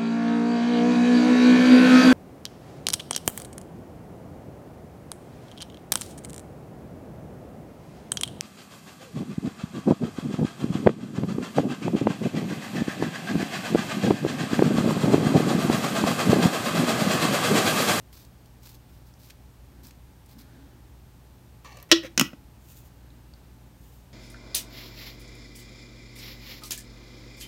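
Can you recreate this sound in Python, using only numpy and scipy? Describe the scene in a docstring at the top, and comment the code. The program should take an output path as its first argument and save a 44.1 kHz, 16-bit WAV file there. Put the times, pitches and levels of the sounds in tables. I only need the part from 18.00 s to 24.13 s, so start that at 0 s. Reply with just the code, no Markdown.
"""Sticky bristles crackle as glue is brushed onto leather in a quiet, humming workshop.
Glue threads snap, sleeves shift, hands bump the bench. The brush goes back in, its stem scraping the
bottle's neck. The metal cap, the loudest sound, clacks onto the rim and rings the air inside,
then snaps over the thread as it is turned. Last, hands brush together and smooth the leather."""
import sys
import numpy as np
from scipy import signal
from scipy.fft import rfft, irfft
from scipy.io import wavfile
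from scipy.ndimage import uniform_filter1d

SR = 44100
rng = np.random.default_rng(int(sys.argv[2]) if len(sys.argv) > 2 else 0)


def pcm_store(signal):
    """Save signal as 16-bit PCM."""
    levels = np.round(np.clip(np.atleast_2d(signal), -1, 1) * 32767)
    wavfile.write(sys.argv[1], SR, levels.astype(np.int16).T)


N = 270316
TIME_S = np.arange(N) / SR
RING_S = np.arange(SR // 2) / SR  # time axis of one impact

# Metal cap. Each row: mode in Hz, level loose in dB, level seated in dB, t60 in seconds.
CAP_MODES = [(1080, -19.5, -17, 0.05), (1253, -14, -19.5, .04), (1481.4, -20.5, -15.5, .06),
             (1877, -8, -21, 0.059), (1958, -17.5, -9.5, 0.058), (2537, -18.5, -3.5, .05),
             (2770, -15, -13.5, .05), (2920, -9.5, -13.5, 0.0604), (2950, -11.5, -13.5, .06),
             (3082, -9, -15, 0.11), (3351, -9.5, -22, 0.093), (3420, -12.5, -25, .09),
             (3850, -1.5, -15.5, 0.061), (4002, -8.5, -19, 0.074), (4420, -19, -27.5, 0.08),
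             (4670, -14, -24.5, .06), (5155, -15, -16.5, .05), (5240, -9, -5.5, 0.066),
             (5520, -13, -12, 0.047), (5607, -14.5, -10, .04), (6470, -14, -6.5, 0.031),
             (6946, -16.5, -9, .04), (9630, -26, -14, 0.032)]
# Air in the bottle, its wall, stem on neck, bench. Each row: mode in Hz, level in dB, t60 in seconds.
CAVITY_MODES = [(331.6, -2.5, 0.18)]
WALL_MODES = [(509, -2, 0.033), (608, -4, 0.028)]
NECK_MODES = [(600.7, -1.5, 0.011), (1030, 1, 0.018), (1180, -1.5, .025), (1722, -3.5, 0.01612),
              (1890, -9.5, 0.023), (2209, -14.5, 0.046), (2400, -9.5, .04), (2640, -5, 0.026),
              (4130, -8.5, 0.017), (4430, -9.5, .03), (5310, -14.5, .02), (5650, -12.5, .02),
              (6290, -15, 0.039), (6860, -15, 0.054)]
BENCH_MODES = [(136.7, -12, .08), (236.5, 0, 0.034), (293, -14, 0.12)]
# Rubbing on the bottle. Each row: frequency in Hz, relative density in dB.
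RUB_SPECTRUM = [(100, -25), (500, 4.5), (850, -7), (1300, -2.5), (1900, 5.5), (3000, -4), (4700, -13),
                (6000, -5.5), (7500, -18.5), (10500, -19.5), (15000, -18.5)]


def amp(db):
    return 10 ** (np.asarray(db) / 20)


def unit_rms(x):
    return x / np.sqrt(np.mean(x ** 2) + 1e-20)


def curve_at(points, hz):
    """Interpolates (Hz, value) points over log frequency."""
    point_hz, value = np.transpose(points)
    return np.interp(np.log(hz + 1), np.log(point_hz + 1), value)


def add(mix, start_s, sound):
    part = mix[round(start_s * SR):][:len(sound)]
    part += sound[:len(part)]


def colour(x, spectrum):
    """Filters x by (Hz, dB) points; rms 1."""
    gain = amp(curve_at(spectrum, np.fft.rfftfreq(len(x), 1 / SR)))
    return unit_rms(irfft(rfft(x) * gain, len(x)))


def ring(modes):
    """Decaying sines of alternating sign from (Hz, dB, t60 s) rows."""
    return sum((-1) ** k * amp(db) * 1000 ** (-RING_S / t60_s) * np.sin(2 * np.pi * hz * RING_S)
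               for k, (hz, db, t60_s) in enumerate(modes))


def excite(force, modes):
    """Modes driven by a continuous force; rms 1."""
    return unit_rms(signal.fftconvolve(force, ring(modes))[:N])


def resonate(x, hz, width_hz):
    """Steep resonance following the curve hz; rms 1."""
    carrier = np.exp(2j * np.pi * np.cumsum(hz) / SR)
    pole = np.exp(-np.pi * width_hz / SR)
    baseband = signal.lfilter([1], [1, -2 * pole, pole ** 2], x / carrier)
    return unit_rms((carrier * baseband).real)


def burst(spectrum, t60_s, contact_s=0):
    """Unresolved modes decaying together; long contact softens the onset."""
    attack = 1 - np.exp(-RING_S / max(contact_s, 1 / SR))
    decay = np.exp(-RING_S / (t60_s / np.log(1000) + contact_s))
    return colour(rng.standard_normal(len(RING_S)), spectrum) * attack * decay


def snap(centre_hz, width_octaves, t60_s):
    """Short burst in one band."""
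    hz = np.geomspace(100, 20000, 60)
    band_db = -20 * np.log10(1 + (np.log2(hz / centre_hz) / width_octaves) ** 2)
    return burst(np.c_[hz, band_db], t60_s)


def friction(slips_per_s, spread_db, hiss, clump_db=2, clump_s=0.0092):
    """Uneven micro-slips over hiss, bunching as the surface catches and lets go."""
    size = amp(spread_db * np.minimum(rng.exponential(1, N), 4))
    slips = size * (rng.random(N) < slips_per_s / SR) * rng.choice([-1, 1], N)
    grip = unit_rms(uniform_filter1d(rng.standard_normal(N), round(clump_s * SR)))
    return unit_rms((unit_rms(slips) + hiss * rng.standard_normal(N)) * amp(clump_db * grip))


def strokes(rows, peak_at, sharpness):
    """Envelope from (start s, length s, dB) rows; the hand is fastest at fraction peak_at."""
    envelope = np.zeros(N)
    skew = np.log(0.5) / np.log(peak_at)
    for start_s, length_s, db in rows:
        progress = np.arange(0, length_s, 1 / SR) / length_s
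        add(envelope, start_s, amp(db) * abs(np.sin(np.pi * progress ** skew)) ** sharpness)
    return envelope


def background(air_db=-53):
    """Ventilation rumble and hiss, with mains and fan hum."""
    # Room air. Each row: frequency in Hz, relative density in dB.
    air_spectrum = [(20, -29.5), (40, -5.5), (62, 4), (90, -2.5), (170, -6), (280, -11), (450, -18),
                    (900, -20.5), (1400, -26.5), (3000, -30), (7500, -34.5), (12500, -33), (16000, -36.5)]
    # Mains and fan. Each row: frequency in Hz, rms level in dB.
    hum_tones = [(59.8, -55.5), (119.8, -58), (850, -76.5)]
    hum = sum(amp(db) * np.sqrt(2) * np.sin(2 * np.pi * (hz * TIME_S + rng.random()))
              for hz, db in hum_tones)
    return amp(air_db) * colour(rng.standard_normal(N), air_spectrum) + hum


def room(x, wet_db=-11, first_s=0.0026, build_s=0.0066, echoes_per_s=4000):
    """Adds dense reflections that build up, then decay band by band."""
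    # Reverberation. Each row: frequency in Hz, t60 in seconds.
    decay_times = [(150, 0.47), (500, .22), (1500, 0.22), (4000, 0.22), (8000, 0.15), (14000, 0.23)]
    build = np.clip((RING_S - first_s) / build_s, 0, 1)
    echoes = rng.standard_normal(len(RING_S)) * (rng.random(len(RING_S)) < echoes_per_s / SR) * build
    hz, age_s, bands = signal.stft(echoes, SR, nperseg=256)
    decay = 1000 ** (-age_s / curve_at(decay_times, hz)[:, None])
    tail = signal.istft(bands * decay, SR, nperseg=256)[1]
    tone_db = curve_at([(300, -8), (1500, 0), (5500, 0), (10000, -4)], np.fft.rfftfreq(len(tail), 1 / SR))
    tail = irfft(rfft(tail / np.linalg.norm(tail)) * amp(tone_db))
    return x + amp(wet_db) * signal.fftconvolve(x, tail)[:N]


def sleeves(rest_db=-71):
    """Shirt cloth slides smoothly, swelling as the arms shift."""
    # Arm moves. Each row: start in seconds, length in seconds, level in dB.
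    moves = [(1.68, 0.3, -65.5), (2.25, 0.72, -59.5), (4.5, 1.66, -69)]
    # Cloth. Each row: frequency in Hz, relative density in dB.
    cloth_spectrum = [(80, -17.5), (160, -7.5), (280, 5.5), (450, -9), (1150, -18.5), (1600, -10.5),
                      (2300, -24), (4000, -21), (12000, -39)]
    envelope = amp(rest_db) + strokes(moves, peak_at=0.41, sharpness=1.6)
    return envelope * colour(rng.standard_normal(N), cloth_spectrum)


def hand_rubs():
    """Skin slides on skin and leather: fine slips, mostly hiss."""
    # Rubs. Each row: start in seconds, length in seconds, level in dB.
    rubs = [(4.59, 0.32, -57.5), (4.675, 0.069, -62), (4.755, .04, -56.5), (4.845, 0.047, -59.5),
            (5.74, 0.35, -62.5)]
    # Skin friction. Each row: frequency in Hz, relative density in dB.
    skin_spectrum = [(880, -40), (1500, -12), (2060, -21), (2580, -3), (4990, -6), (7180, 0), (8170, -5.5),
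                     (13600, 1), (15800, -2)]
    slips = friction(slips_per_s=2500, spread_db=4.5, hiss=1.6)
    return strokes(rubs, peak_at=0.46, sharpness=1.26) * colour(slips, skin_spectrum)


def bench_bumps():
    """The soft side of a hand lands and rubs, driving the bench's low modes."""
    # Bumps. Each row: start in seconds, length in seconds, level in dB.
    bumps = [(1.82, .08, -54), (1.965, .05, -56), (2.352, .075, -49.5), (2.575, .075, -53)]
    return strokes(bumps, peak_at=0.42, sharpness=1.1) * excite(rng.standard_normal(N), BENCH_MODES)


def brush():
    """Sticky bristles catch and slip on the leather."""
    # Brush strokes. Each row: start in seconds, length in seconds, level in dB.
    passes = [(.118, 0.17, -53.5), (.618, 0.17, -53), (.87, 0.17, -65), (1.055, 0.056, -61),
              (1.185, 0.16, -57), (1.83, 0.087, -51.5), (2.285, 0.07, -56.5), (2.381, 0.059, -52.5)]
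    # Bristle friction. Each row: frequency in Hz, relative density in dB.
    bristle_spectrum = [(590, -27), (1000, -2), (1320, -7), (2020, -7.5), (2240, -4), (2830, -7),
                        (4490, 0.5), (7810, -6), (10200, -7), (11600, -1.5), (15800, -3.5)]
    slips = friction(slips_per_s=910, spread_db=2, hiss=0.86)
    return strokes(passes, peak_at=0.31, sharpness=1.1) * colour(slips, bristle_spectrum)


def glue_snaps_and_touches():
    """Glue threads snap in a wide band; bristles, stem and fingers tick in a narrow one."""
    # Snaps and touches. Each row: time in seconds, level in dB, centre in Hz.
    threads = [(.1285, -47.5, 4900), (.172, -53, 4000), (.249, -50.5, 6000), (0.458, -55, 4970),
               (0.632, -51, 5500), (0.671, -45, 3700), (.692, -46, 9000), (.751, -51.5, 4500),
               (1.3, -47, 3500), (1.3044, -42, 3180), (1.869, -47, 8500), (1.908, -47, 4000),
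               (2.2608, -53, 10000)]
    touches = [(1.1388, -53, 5500), (1.849, -47, 5470), (2.39, -50, 4800), (3.827, -40, 12500),
               (5.104, -57, 3600), (5.3372, -45.5, 4240)]
    out = np.zeros(N)
    for start_s, db, centre_hz in threads:
        add(out, start_s, amp(db) * snap(centre_hz, width_octaves=1.4, t60_s=0.027))
    for start_s, db, centre_hz in touches:
        add(out, start_s, amp(db) * snap(centre_hz, width_octaves=0.17, t60_s=0.016))
    return out


def stem_knocks(neck_db=-3):
    """The brush stem clicks against the neck and rings it."""
    # Knocks. Each row: time in seconds, level in dB.
    knocks = [(3.647, -47), (3.7705, -46), (3.8, -51), (3.827, -50), (3.8913, -56)]
    out = np.zeros(N)
    for start_s, db in knocks:
        click = snap(centre_hz=4500, width_octaves=1.8, t60_s=0.033)
        add(out, start_s, amp(db) * (click + amp(neck_db) * ring(NECK_MODES)))
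    return out


def stem_scrape(slips, start_s=3.644, length_s=0.24, level_db=-48.5, fade_db_per_s=-50):
    """The stem catches on the neck, drags ever more lightly and comes free; its note sinks with depth."""
    attack_s, release_s = 0.005, 0.06
    note_hz, glide_octaves_per_s = 1144, -7
    age_s = np.clip(TIME_S - start_s, 0, length_s)
    gate = np.minimum(age_s / attack_s, (length_s - age_s) / release_s).clip(max=1)
    note = resonate(slips, note_hz * 2 ** (glide_octaves_per_s * age_s), width_hz=260)
    neck = excite(slips, NECK_MODES)
    rub = colour(slips, RUB_SPECTRUM)
    return gate * amp(level_db + fade_db_per_s * age_s) * (amp(-2) * neck + amp(-3) * rub + amp(-5) * note)


def cap_slides(slips, cap_db=-9, bottle_db=-1):
    """The loose cap rubs round the rim, driving its own modes and the bottle's air and wall."""
    # Slides. Each row: start in seconds, length in seconds, level in dB.
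    slides = [(3.888, .04, -56), (4.02, .068, -40)]
    cap = excite(slips, [(hz, loose_db, t60_s) for hz, loose_db, _, t60_s in CAP_MODES])
    bottle = excite(slips, CAVITY_MODES + WALL_MODES)
    scrape = colour(slips, RUB_SPECTRUM) + amp(cap_db) * cap + amp(bottle_db) * bottle
    return strokes(slides, peak_at=0.48, sharpness=1.3) * scrape


def cap_blows(full_contact_s=0.0001, pivot_hz=4000, bench_delay_s=0.0015):
    """Each blow cracks and rings cap, bottle and bench; a seated cap dies sooner and drives the bench."""
    # Cap on bottle. Each row: time in seconds, strength in dB, tilt in dB per octave,
    # seating from 0 (loose) to 1 (on the thread), weight behind the blow in dB.
    blows = [(3.9150, -1, 0, 0.16, -15.5), (3.9217, -5.5, -0.9, .02, -12.5), (3.9244, -10, -3, 0.13, -9.5),
             (4.047, -48, 0.5, 0, -31), (4.177, -8, -1.5, 0.7, -11.5), (4.1964, -5, 0, 0.95, -12.5),
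             (4.2106, -10.5, 2.5, 1, -35), (4.2117, -11.5, -6, 0.98, -8), (4.331, -40, -8.5, 0.97, -30)]
    # Contact crack. Each row: frequency in Hz, relative density loose in dB, the same seated in dB.
    crack_spectra = [(24.97, -55, -55), (404, -16, -13.5), (619.3, -4.5, -6.5), (770, -17.5, -14),
                     (930, -28.5, -15.5), (1230, -0.5, -2.5), (2210, -11.5, -4), (2900, 0.5, 4),
                     (4314, 1.5, -10), (5590, -0.5, 1.5), (6970, -11.5, 2), (7700, -14, -8.5),
                     (9200, -19.5, -6), (13470, -24.5, -13)]
    out = np.zeros(N)
    for start_s, db, tilt_db_per_octave, seating, weight_db in blows:
        def blend(loose, seated):
            return loose + seating * (seated - loose)

        def tilt_db(hz):
            return tilt_db_per_octave * np.log2(hz / pivot_hz)

        contact_s = full_contact_s / amp(db) ** (2 / 3)  # weaker blows stay in contact longer
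        spectrum = [(hz, blend(loose, seated) + tilt_db(hz)) for hz, loose, seated in crack_spectra]
        crack = burst(spectrum, blend(0.024, 0.012), contact_s)
        cap = ring([(hz, blend(loose, seated) + tilt_db(hz), t60_s * blend(0.93, 0.75))
                    for hz, loose, seated, t60_s in CAP_MODES])
        bottle = ring(CAVITY_MODES) + ring(WALL_MODES)
        add(out, start_s, amp(db) * (crack + amp(blend(-5.5, -12.5)) * cap))
        add(out, start_s, amp(weight_db + blend(0, -19)) * bottle)
        add(out, start_s + bench_delay_s, amp(weight_db + blend(-28, 0)) * ring(BENCH_MODES))
    # small bodies radiate no deep bass
    return signal.sosfilt(signal.butter(2, 110, "highpass", fs=SR, output="sos"), out)


def scene():
    """Bottle and bench work in the room, over the background; mono."""
    clacks = cap_blows()
    neck_slips = friction(slips_per_s=720, spread_db=1.5, hiss=0.5)
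    scrapes = stem_scrape(neck_slips) + cap_slides(neck_slips)
    ticks = glue_snaps_and_touches() + stem_knocks()
    handling = brush() + hand_rubs() + sleeves() + bench_bumps()
    return (room(clacks + scrapes + ticks + handling) + background())[None]


def record(dry, port_hz=10500, port_width_hz=600, port_db=-6, cutoff_hz=15850):
    """Microphone port notch, soft overload on the loudest clack, then a low-pass."""
    hz = np.fft.rfftfreq(N, 1 / SR)
    notch_db = port_db * np.exp(-((hz - port_hz) / port_width_hz) ** 2)
    notched = irfft(rfft(dry) * amp(notch_db), N)
    clipped = notched / (1 + notched ** 6) ** (1 / 6)
    lowpass = signal.firwin(511, cutoff_hz, window=("kaiser", 9), fs=SR)
    return signal.oaconvolve(clipped, lowpass[None], "same")


dry = scene()
out = record(dry)
pcm_store(out)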